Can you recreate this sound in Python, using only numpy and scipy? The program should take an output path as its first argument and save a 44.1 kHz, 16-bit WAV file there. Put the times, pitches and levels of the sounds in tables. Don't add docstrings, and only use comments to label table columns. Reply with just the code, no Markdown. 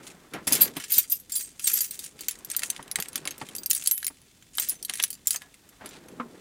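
import sys
import numpy as np
from scipy import signal
from scipy.fft import rfft, irfft, next_fast_len
from scipy.io import wavfile
from scipy.ndimage import uniform_filter1d

SR = 44100
rng = np.random.default_rng(int(sys.argv[2]) if len(sys.argv) > 2 else 0)


def inscribe(sig):
    pcm = np.round(np.clip(np.atleast_2d(sig).T, -1, 1) * 32767)
    wavfile.write(sys.argv[1], SR, pcm.astype(np.int16))


N = 282356

# start in seconds, strength in dB,
# pitch in Hz near which modes sound loudest, dull crack relative to the strength in dB.
CLINKS = [(0.3358, -30.5, 4040, 5.5), (.47, -18, 10100, -9), (0.4744, -14, 9670, -10.5),
          (.4775, -13.5, 9700, -10), (0.5226, -5, 10820, -27), (.53, -6.5, 11100, -17),
          (0.5515, -11.5, 9800, -11.5), (0.6062, -15, 12800, -17), (.6157, 1, 12800, -42),
          (0.6244, -8, 12750, -19), (.7666, -21, 13300, -4), (0.7996, -25, 7470, -1),
          (.8389, -25, 7270, -2), (0.9042, -16, 13300, -20), (0.9197, -6.5, 13740, -34),
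          (.9385, -9.5, 9700, -29), (0.9443, -19, 10900, -36), (0.962, -25, 7260, -28),
          (.9813, 0.5, 13780, -25), (1.039, -34, 4960, -3), (1.0988, -13, 12300, -43),
          (1.1193, -7, 14100, -31), (1.122, -11, 13820, -45), (1.199, -30, 13100, -31),
          (1.296, -30, 7950, -9), (1.3196, -18, 11100, -30), (1.3542, -15, 9700, -35),
          (1.4245, -24, 8200, -24), (1.595, -25.5, 6700, -1.5), (1.641, -32, 8340, -20),
          (1.654, -25, 8410, -30), (1.6711, -7.5, 8400, -23), (1.675, -8, 7470, -17),
          (1.6988, -15, 12820, -13), (1.733, -17, 12800, -19), (1.7393, -9, 12830, -32),
          (1.756, -15, 12860, -24), (1.772, -14, 12810, -19), (1.7758, -18, 7280, -15),
          (1.806, -8, 13000, -24), (1.84, -26, 12900, -33), (1.909, -18, 8350, -27),
          (1.991, -20, 8340, -20), (2.0406, -25, 10400, -11.5), (2.191, -35.5, 5100, 2),
          (2.208, -22, 8290, -32), (2.2838, -9, 13800, -16.5), (2.31, -20.5, 10540, -14),
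          (2.388, -37, 8300, -26), (2.4476, -18.5, 12950, -27), (2.5007, -21.5, 11200, -12),
          (2.5147, -16.5, 8400, -14), (2.5485, -33.5, 5920, 9), (2.5649, -7.5, 13750, -23),
          (2.593, -16.5, 13800, -9.5), (2.6204, -28, 5480, 2), (2.6337, -13.5, 6150, -3.5),
          (2.7017, -9.5, 7900, -16.5), (2.7636, -35.5, 5100, 11), (2.8268, -31.5, 10000, -7),
          (2.879, -35, 8290, -3), (2.9139, -15, 10800, -13), (2.9575, -10.5, 5800, -2),
          (2.987, -27, 8200, 3), (3.001, -13.5, 12500, -8), (3.024, -16, 10460, -5.5),
          (3.058, -34, 8400, 4), (3.085, -23, 8350, -17), (3.1304, -29.5, 10800, -16),
          (3.157, -10, 13000, -9.5), (3.178, -25, 8300, 1), (3.2535, -21.5, 9750, -2.5),
          (3.2744, -16.5, 8330, 0), (3.308, -21.5, 6380, -32), (3.38, -29, 14200, -15),
          (3.414, -34.5, 4010, 8), (3.488, -31.5, 13200, 2), (3.5512, -18.5, 9400, -20),
          (3.5632, -18.5, 13850, -19), (3.583, -20.5, 4870, -35), (3.6338, -25, 8850, -11),
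          (3.6601, -10.5, 12800, -25.5), (3.699, -14, 13750, -26), (3.7035, -6, 13750, -43),
          (3.711, -4, 9400, -17), (3.7312, -10, 9700, -31), (3.7491, -11, 9700, -28),
          (3.763, -12.5, 10600, -18), (3.7774, -20.5, 8500, -14), (3.8225, -36.5, 4790, 8),
          (3.8385, -22, 12740, -21), (3.86, -15, 4460, -16), (3.8734, -2.5, 10060, -34),
          (3.9124, -6, 12800, -19), (3.978, -15, 13760, -21), (4.0287, -23.5, 5170, -0.5),
          (4.0451, -17.5, 10300, -13), (4.0669, -9.5, 13800, -16), (4.0798, -17, 9700, -11),
          (4.145, -52, 9000, -5), (4.2163, -42.5, 5320, -5), (4.4243, -42.5, 7260, 1.5),
          (4.5522, -29, 10820, -12), (4.572, -19, 12770, -43), (4.5832, -15, 8380, 1.5),
          (4.5977, -7.5, 13550, -27), (4.627, -20, 8370, -12), (4.6874, -15, 9680, -42),
          (4.695, -11, 9690, -36), (4.8269, -20.5, 9000, -25), (4.849, -17, 8040, -27),
          (4.8964, -16, 9710, 0.5), (4.9372, -17, 8170, -6), (4.955, -21, 10100, -8),
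          (4.973, -22.5, 10500, -9), (4.9995, -20, 5120, 7.5), (5.0258, -11, 11460, -27),
          (5.0374, -4, 10520, -11), (5.0788, -31, 8760, -21), (5.1037, -16, 11000, -45),
          (5.1292, -23.5, 6900, -20), (5.1407, -32, 5400, -24), (5.152, -35, 5030, -11),
          (5.258, -41, 7000, -5), (5.271, -4, 7260, -36), (5.2773, -11.5, 9700, -26),
          (5.3068, -8, 10860, -15.5), (5.3406, -23, 9450, -18), (5.3447, -20, 7100, -6),
          (5.3598, -16, 6360, -15), (5.419, -33, 5000, 2.5), (5.5417, -38, 5360, -2),
          (5.6901, -39, 12760, -12), (5.8591, -28.5, 10600, -3.5), (5.89, -32.5, 7270, -20),
          (6.0848, -38, 4130, -4)]
# frequency in Hz, relative level in dB,
# ring time in seconds (the grip shortens it in clinks; chatter rings a little longer).
KEY_MODES = [(3260, -12, .05), (4730, -6, .1), (6370, -6, .06), (7270, -6, .08), (8370, -2, .1),
             (8900, -8, .05), (9700, -2, .07), (10330, -8, .1), (10830, -3, .07), (11210, -8, .1),
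             (12250, -6, .04), (12820, 0, .1), (13150, -6, .05), (13800, -2, .08), (15140, -6, .1),
             (15650, -8, .05)]
# time in seconds, basic ring time in seconds.
GRIP = [(0, 0.1), (.6, 0.064), (1.2, 0.068), (1.7, 0.053), (2.3, 0.035), (2.55, 0.025), (3.0, 0.02),
        (3.45, 0.031), (3.75, 0.024), (4.1, .022), (4.6, 0.029), (4.9, 0.025), (5.3, 0.034), (6.4, 0.041)]
# start in seconds, frequency in Hz,
# strength in dB, ring time in seconds (to fade by 60 dB).
RINGS = [(0.611, 12800, -11, 0.11), (0.612, 4734, -32, 0.16), (0.9236, 13781, -24, 0.14),
         (0.9773, 13781, -27, 0.083), (1.1193, 12876, -32, 0.15), (1.1193, 13824, -28, 0.09),
         (1.321, 7350, -35, 0.29), (1.12, 2806, -42, 0.1), (1.3562, 4780, -39, 0.23),
         (1.3562, 15159, -35, 0.18), (1.36, 10000, -24, 0.1), (1.3646, 12876, -38, 0.22),
         (1.3646, 13522, -34, 0.16), (1.32, 8420, -35, 0.27), (1.4236, 8300, -37.5, 0.18),
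         (1.6421, 8397, -25.5, 0.16), (1.6709, 13867, -38, 0.14), (1.7332, 12876, -22, 0.16),
         (1.806, 4730, -29, 0.085), (1.806, 12820, -22, 0.17), (1.807, 10200, -35, 0.15),
         (1.807, 15116, -38, 0.38), (3.0, 13300, -35, 0.1), (3.5828, 14900, -40, 0.18),
         (3.9112, 8330, -27.5, 0.09), (3.9112, 12560, -17.5, 0.069), (3.9112, 15202, -37.0, 0.35),
         (3.9149, 10300, -39, 0.39), (3.9149, 11240, -29, 0.25), (3.921, 3050, -47.5, 0.27),
         (4.5979, 13738, -30, 0.11), (4.6869, 13600, -24, 0.12), (4.694, 9670, -28, 0.099),
         (4.694, 10960, -30, 0.11), (4.737, 6160, -55, 0.27)]
# start in seconds, hold in seconds,
# bright level in dB, dull level relative to the bright one in dB.
SHAKES = [(0.059, 0.022, -47, 0), (0.52, 0.13, -37.5, 2), (0.781, 0.054, -47.5, 3),
          (0.908, 0.029, -38.5, -4), (0.976, 0.0094, -30, -12), (1.113, .02, -35.5, -16.5),
          (1.362, 0.042, -33.5, -9), (1.434, 0.037, -46, -9), (1.649, 0.19, -33, -10.5),
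          (1.777, 0.015, -32, -10.5), (1.926, 0.023, -39.5, -6), (2.009, 0.058, -43.5, -6),
          (2.206, 0.14, -49, -1.5), (2.505, 0.085, -45.5, -0.5), (2.623, 0.058, -40.5, -10),
          (2.706, 0.075, -49.5, 2), (3.008, .03, -45.5, 0.5), (3.158, 0.0064, -48, 2.5),
          (3.293, 0.018, -51.5, 7.5), (3.406, 0.11, -53.5, 1), (3.743, .17, -39.5, -8.5),
          (4.013, 0.083, -56, -4), (4.607, 0.018, -31.5, -7), (4.691, 0.02, -40, -2.5),
          (4.91, 0.14, -46, -0.5), (5.317, .02, -35, -13), (5.872, 0.093, -58, 7)]
# start in seconds, peak in dB before the echo,
# main frequency in Hz, ring time of the tones in seconds.
KNOCKS = [(0.337, -28.5, 321, 0.11), (0.471, -24.5, 288, 0.03), (0.513, -25, 285, 0.054),
          (0.766, -27.5, 302, 0.034), (0.968, -37, 253, 0.032), (2.627, -31.5, 2160, 0.048),
          (2.791, -30, 880, 0.032), (2.986, -25.5, 837, 0.031), (3.152, -39.5, 252, 0.11),
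          (3.255, -34, 572, 0.041), (3.274, -37.5, 625, 0.022), (3.413, -24.5, 857, 0.037),
          (4.101, -42, 885, 0.03), (4.586, -34.5, 1430, 0.045), (4.72, -43.5, 324, 0.047),
          (4.893, -31, 1650, 0.046), (4.995, -29.5, 1750, 0.015), (5.343, -34, 1750, 0.052),
          (5.276, -46, 1660, 0.037), (5.412, -42.5, 1694, 0.16), (5.809, -36.5, 853, 0.06)]
# multiple of the main frequency, relative level in dB.
KNOCK_MODES = [(1, 22.5), (.48, 6.5), (1.45, -27), (2.2, 14)]
# frequency in Hz, relative level in dB, ring time in seconds.
PANEL_MODES = [(234.6, -0.5, 0.22), (502, -1.5, 0.1), (1050, -4.5, 0.12), (1242, 10, 0.034)]
# start in seconds, hold in seconds,
# low rub level in dB, swish level in dB.
RUBS = [(0.358, 0.0055, -36.5, -37.5), (0.498, .17, -37.5, -42.5), (0.705, 0.025, -48, -70),
        (0.772, 0.0086, -64, -44), (5.831, 0.041, -48.5, -48.5), (6.245, .02, -53, -65)]
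# time in seconds, low rub level in dB, swish level in dB.
SHIFTING = [(0, -44, -53.5), (.2, -54.5, -57.5), (.75, -52, -71), (1.1, -62, -70.5), (2.1, -57.5, -66),
            (2.6, -54, -54.5), (3.5, -50.5, -55.5), (4.0, -63.5, -69.5), (4.5, -64.5, -72),
            (4.7, -55.5, -69), (5.4, -62.5, -69.5), (5.77, -61.5, -62.5), (5.95, -50.5, -55),
            (6.15, -45, -59.5), (6.4, -49.5, -59.5)]
# frequency in Hz, relative level per Hz in dB.
CABIN_COLOUR = [(12, -49), (20, -38), (32, 5.5), (289, 0), (323, -12), (1210, -30), (2510, -14.5),
                (7730, -12.5), (8650, -14), (16500, -19)]

TILT_LOW_DB, TILT_HIGH_DB, TILT_PER_DULL, TILT_PER_S = -15, -8, -0.36, 119
TREBLE_HZ = 11600
DULL_DAMP = 0.063
TICK_S, TICK_DB = 0.00081, -4
LOOSE_S = .06
SHAKE_RISE_DB_S, SHAKE_FALL_DB_S = 358, 289
REST_DB, REST_DULL_DB = -68, -64
RUB_RISE_DB_S, RUB_FALL_DB_S = 500, 287
CLACK_S, CLACK_PEAK_DB = 6.198, -21
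CABIN_DB = -61
WHINE_HZ, WHINE_DB = 3531, -77.5
ECHO_T60_S, ECHO_DB = .05, -10
TOP_HZ = 16900


def undb(db):
    return 10 ** (np.asarray(db) / 20)


def level(x, db):
    return x * undb(db) / np.sqrt(np.mean(x ** 2))


def peak(x, db):
    return x * undb(db) / (np.max(np.abs(x)) + 1e-18)


def band(x, lo_hz, hi_hz):
    sos = signal.butter(2, [lo_hz, min(hi_hz, .45 * SR)], "band", fs=SR, output="sos")
    return signal.sosfilt(sos, x)


def fade(t, t60):
    return np.exp(-np.log(1000) * t / t60)


def curve(table):
    s, *columns = np.transpose(table)
    return [np.interp(np.arange(N) / SR, s, c) for c in columns]


def add(out, s, sound):
    i = int(s * SR)
    out[i:i + len(sound)] += sound[:N - i]


def walk(rate):
    k = int(SR / rate)
    steps = np.repeat(rng.standard_normal(N // k + 1), k)
    return uniform_filter1d(steps, k)[:N]


def patchy(noise, db, width_hz):
    spectrum = rfft(noise)
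    k = int(width_hz * len(noise) / SR) + 1
    steps = np.repeat(rng.standard_normal(len(spectrum)), k)[:len(spectrum)]
    ripple = uniform_filter1d(steps, k // 2 + 1)
    return irfft(spectrum * undb(db * ripple), len(noise))


def gestures(table, rise_db_s, fall_db_s):
    t = np.arange(0, N, 32) / SR
    power = 0
    for s, hold, *db in table:
        before, after = np.clip(s - t, 0, None), np.clip(t - s - hold, 0, None)
        shape_db = -rise_db_s * before - fall_db_s * after
        power = power + undb(2 * (np.array(db)[:, None] + shape_db))
    return [np.interp(np.arange(N) / SR, t, p) for p in power]


def clinks():
    size = 3600
    out, t = np.zeros(N), np.arange(size) / SR
    hz, mode_db, t60 = np.transpose(KEY_MODES)
    upper = hz > TREBLE_HZ
    for s, db, main_hz, dull_db in CLINKS:
        chance, noise = rng.standard_normal((3, len(hz))), rng.standard_normal((4, size))
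        held = max(np.interp(s, *np.transpose(GRIP)), .008)
        tilt_db = TILT_HIGH_DB if main_hz > TREBLE_HZ else TILT_LOW_DB
        tilt_db += TILT_PER_DULL * dull_db + TILT_PER_S * held
        held *= undb(-DULL_DAMP * (dull_db + 21))

        below_db = 5.6 * np.log2(hz / main_hz) * (hz < main_hz)
        away_db = -19.6 * (1 - np.exp(-((hz - main_hz) / 400) ** 2))
        gain = undb(mode_db + 6.9 * chance[0] + below_db + away_db)
        tone_hz = hz * (1 + 0.0045 * chance[1])
        tones = gain[:, None] * np.sin(2 * np.pi * tone_hz[:, None] * t + 3 * chance[2][:, None])
        tones *= fade(t, 1 / (1 / t60[:, None] + 0.48 / held))
        tones *= 2.5 + level(band(noise[3], 54, 431.5), -14.0)

        burst = (0.037 / held) ** 2 * fade(t, 0.009) + fade(t, 1.45 * held)
        low = peak(tones[~upper].sum(axis=0), -3.5)
        low += peak(burst * band(patchy(noise[0], 5.0, 350), 4000, 11500), -1.5)
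        high = peak(tones[upper].sum(axis=0), -6.1)
        high += peak(burst * band(patchy(noise[1], 8.5, 350), 10870, 14730), -8.0)
        dull = peak(burst * band(patchy(noise[2], 2.34, 300), 1560, 3830), dull_db - 1.0)
        tick = peak(fade(t, TICK_S) * band(noise[3], 2500, 14600), TICK_DB - 150 * held)

        share = 1 / (1 + undb(-2 * tilt_db))
        rise = 1 - np.exp(-t / (0.0045 * held))
        blow = np.sqrt(1 - share) * low + np.sqrt(share) * high + dull + tick
        add(out, s, undb(db - 0.5) * rise * blow)
    return out


def rings():
    size = 14000
    out, t = np.zeros(N), np.arange(size) / SR
    for (s, hz, db, t60), chance in zip(RINGS, rng.standard_normal((len(RINGS), 2))):
        tone = np.sin(2 * np.pi * hz * t)
        tone += 0.92 * np.sin(2 * np.pi * (hz + 60 * chance[0]) * t + 3 * chance[1])
        flutter = 1 + level(band(rng.standard_normal(size), 15, 90), -12.5)
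        rise = 1 - np.exp(-t / 0.00069)
        add(out, s, undb(db + 2.5) * tone * fade(t, t60) * flutter * rise)
    return out


def chatter():
    shakes = [(s, hold, db, db + rel) for s, hold, db, rel in SHAKES]
    power, dull_power = gestures(shakes, SHAKE_RISE_DB_S, SHAKE_FALL_DB_S)
    db = 10 * np.log10(power + undb(2 * REST_DB))
    dull_db = 10 * np.log10(dull_power + undb(2 * REST_DULL_DB))

    ticks = (rng.random(N) < 300 / SR) * undb(4.4 * np.clip(rng.standard_normal(N), -2, 2))
    grit = np.sqrt(signal.lfilter([1], [1, -fade(1 / SR, 0.015)], ticks ** 2) + 0.026)
    ring = 0
    for hz, mode_db, t60 in KEY_MODES:
        pole = fade(1 / SR, 1.24 * t60) * np.exp(2j * np.pi * hz / SR)
        struck = signal.lfilter([1], [1, -pole], ticks * rng.standard_normal(N))
        ring = ring + undb(mode_db) * struck.imag

    bright = level(grit * band(rng.standard_normal(N), 5920, 9770), -2.0)
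    liveliness = undb(np.minimum(db + 40, 0)) * curve(GRIP)[0] / LOOSE_S
    bright += level(ring, -1.5) * liveliness
    dull = level(grit * band(rng.standard_normal(N), 1690, 4900), -3.1)
    return bright * undb(db) + dull * undb(dull_db)


def knocks():
    size = 8000
    out, t = np.zeros(N), np.arange(size) / SR
    for s, db, hz, t60 in KNOCKS:
        body = sum(undb(g) * np.sin(2 * np.pi * k * hz * t) for k, g in KNOCK_MODES) * fade(t, t60)
        thud = band(rng.standard_normal(size), max(200, 0.29 * hz), max(1600, 1.35 * hz))
        thud *= fade(t, 1.93 * t60)
        boom = band(rng.standard_normal(size), 50.7, 300) * fade(t, 3.0 * t60) * (hz < 1000)
        blow = peak(body, 0) + peak(thud, 0.79) + peak(boom, -8.0)
        add(out, s, peak(blow * (1 - np.exp(-t / 0.0024)), db))
    return out


def clack():
    out, t = np.zeros(N), np.arange(9000) / SR
    body = sum(undb(db) * np.sin(2 * np.pi * hz * t) * fade(t, t60) for hz, db, t60 in PANEL_MODES)
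    rattle = band(rng.standard_normal(len(t)), 820, 1600) * fade(t, 0.084)
    body += peak(rattle, 1.9)
    add(out, CLACK_S, peak(body * (1 - np.exp(-t / 0.0024)), CLACK_PEAK_DB))
    return out


def rustle():
    rub_powers = gestures(RUBS, RUB_RISE_DB_S, RUB_FALL_DB_S)
    low_db, swish_db = (10 * np.log10(rub + undb(2 * shift_db))
                        for rub, shift_db in zip(rub_powers, curve(SHIFTING)))
    low = level(band(rng.standard_normal(N), 140, 446), -4.0) * undb(low_db + 3.84 * walk(70))
    swish = level(band(rng.standard_normal(N), 525, 1940), -2.2) * undb(swish_db + 2.0 * walk(55))
    return low + swish


def cabin():
    size = next_fast_len(N)
    hz, db = np.transpose(CABIN_COLOUR)
    bins_hz = np.arange(size // 2 + 1) * SR / size
    colour = undb(np.interp(np.log(bins_hz + 1), np.log(hz), db))
    hum = irfft(rfft(rng.standard_normal(size)) * colour, size)[:N]
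    whine_gain = undb(WHINE_DB + 3.2 * walk(4.4)) * np.sqrt(2)
    whine = whine_gain * np.sin(2 * np.pi * WHINE_HZ * np.arange(N) / SR)
    return level(hum, CABIN_DB) + whine


def scene():
    near = clinks() + rings() + chatter() + knocks() + clack()
    size = 5000
    t = np.arange(size) / SR
    echo = rng.standard_normal(size) * fade(t, ECHO_T60_S) * (t > .002)
    wet = signal.fftconvolve(near, echo / np.sqrt(np.sum(echo ** 2)))[:N]
    return (near + undb(ECHO_DB) * wet + rustle() + cabin())[None]


def record(dry):
    soft = signal.sosfilt(signal.butter(8, 15800, fs=SR, output="sos"), dry)
    return signal.sosfilt(signal.ellip(10, .2, 80, TOP_HZ, fs=SR, output="sos"), soft)


dry = scene()
out = record(dry)
inscribe(out)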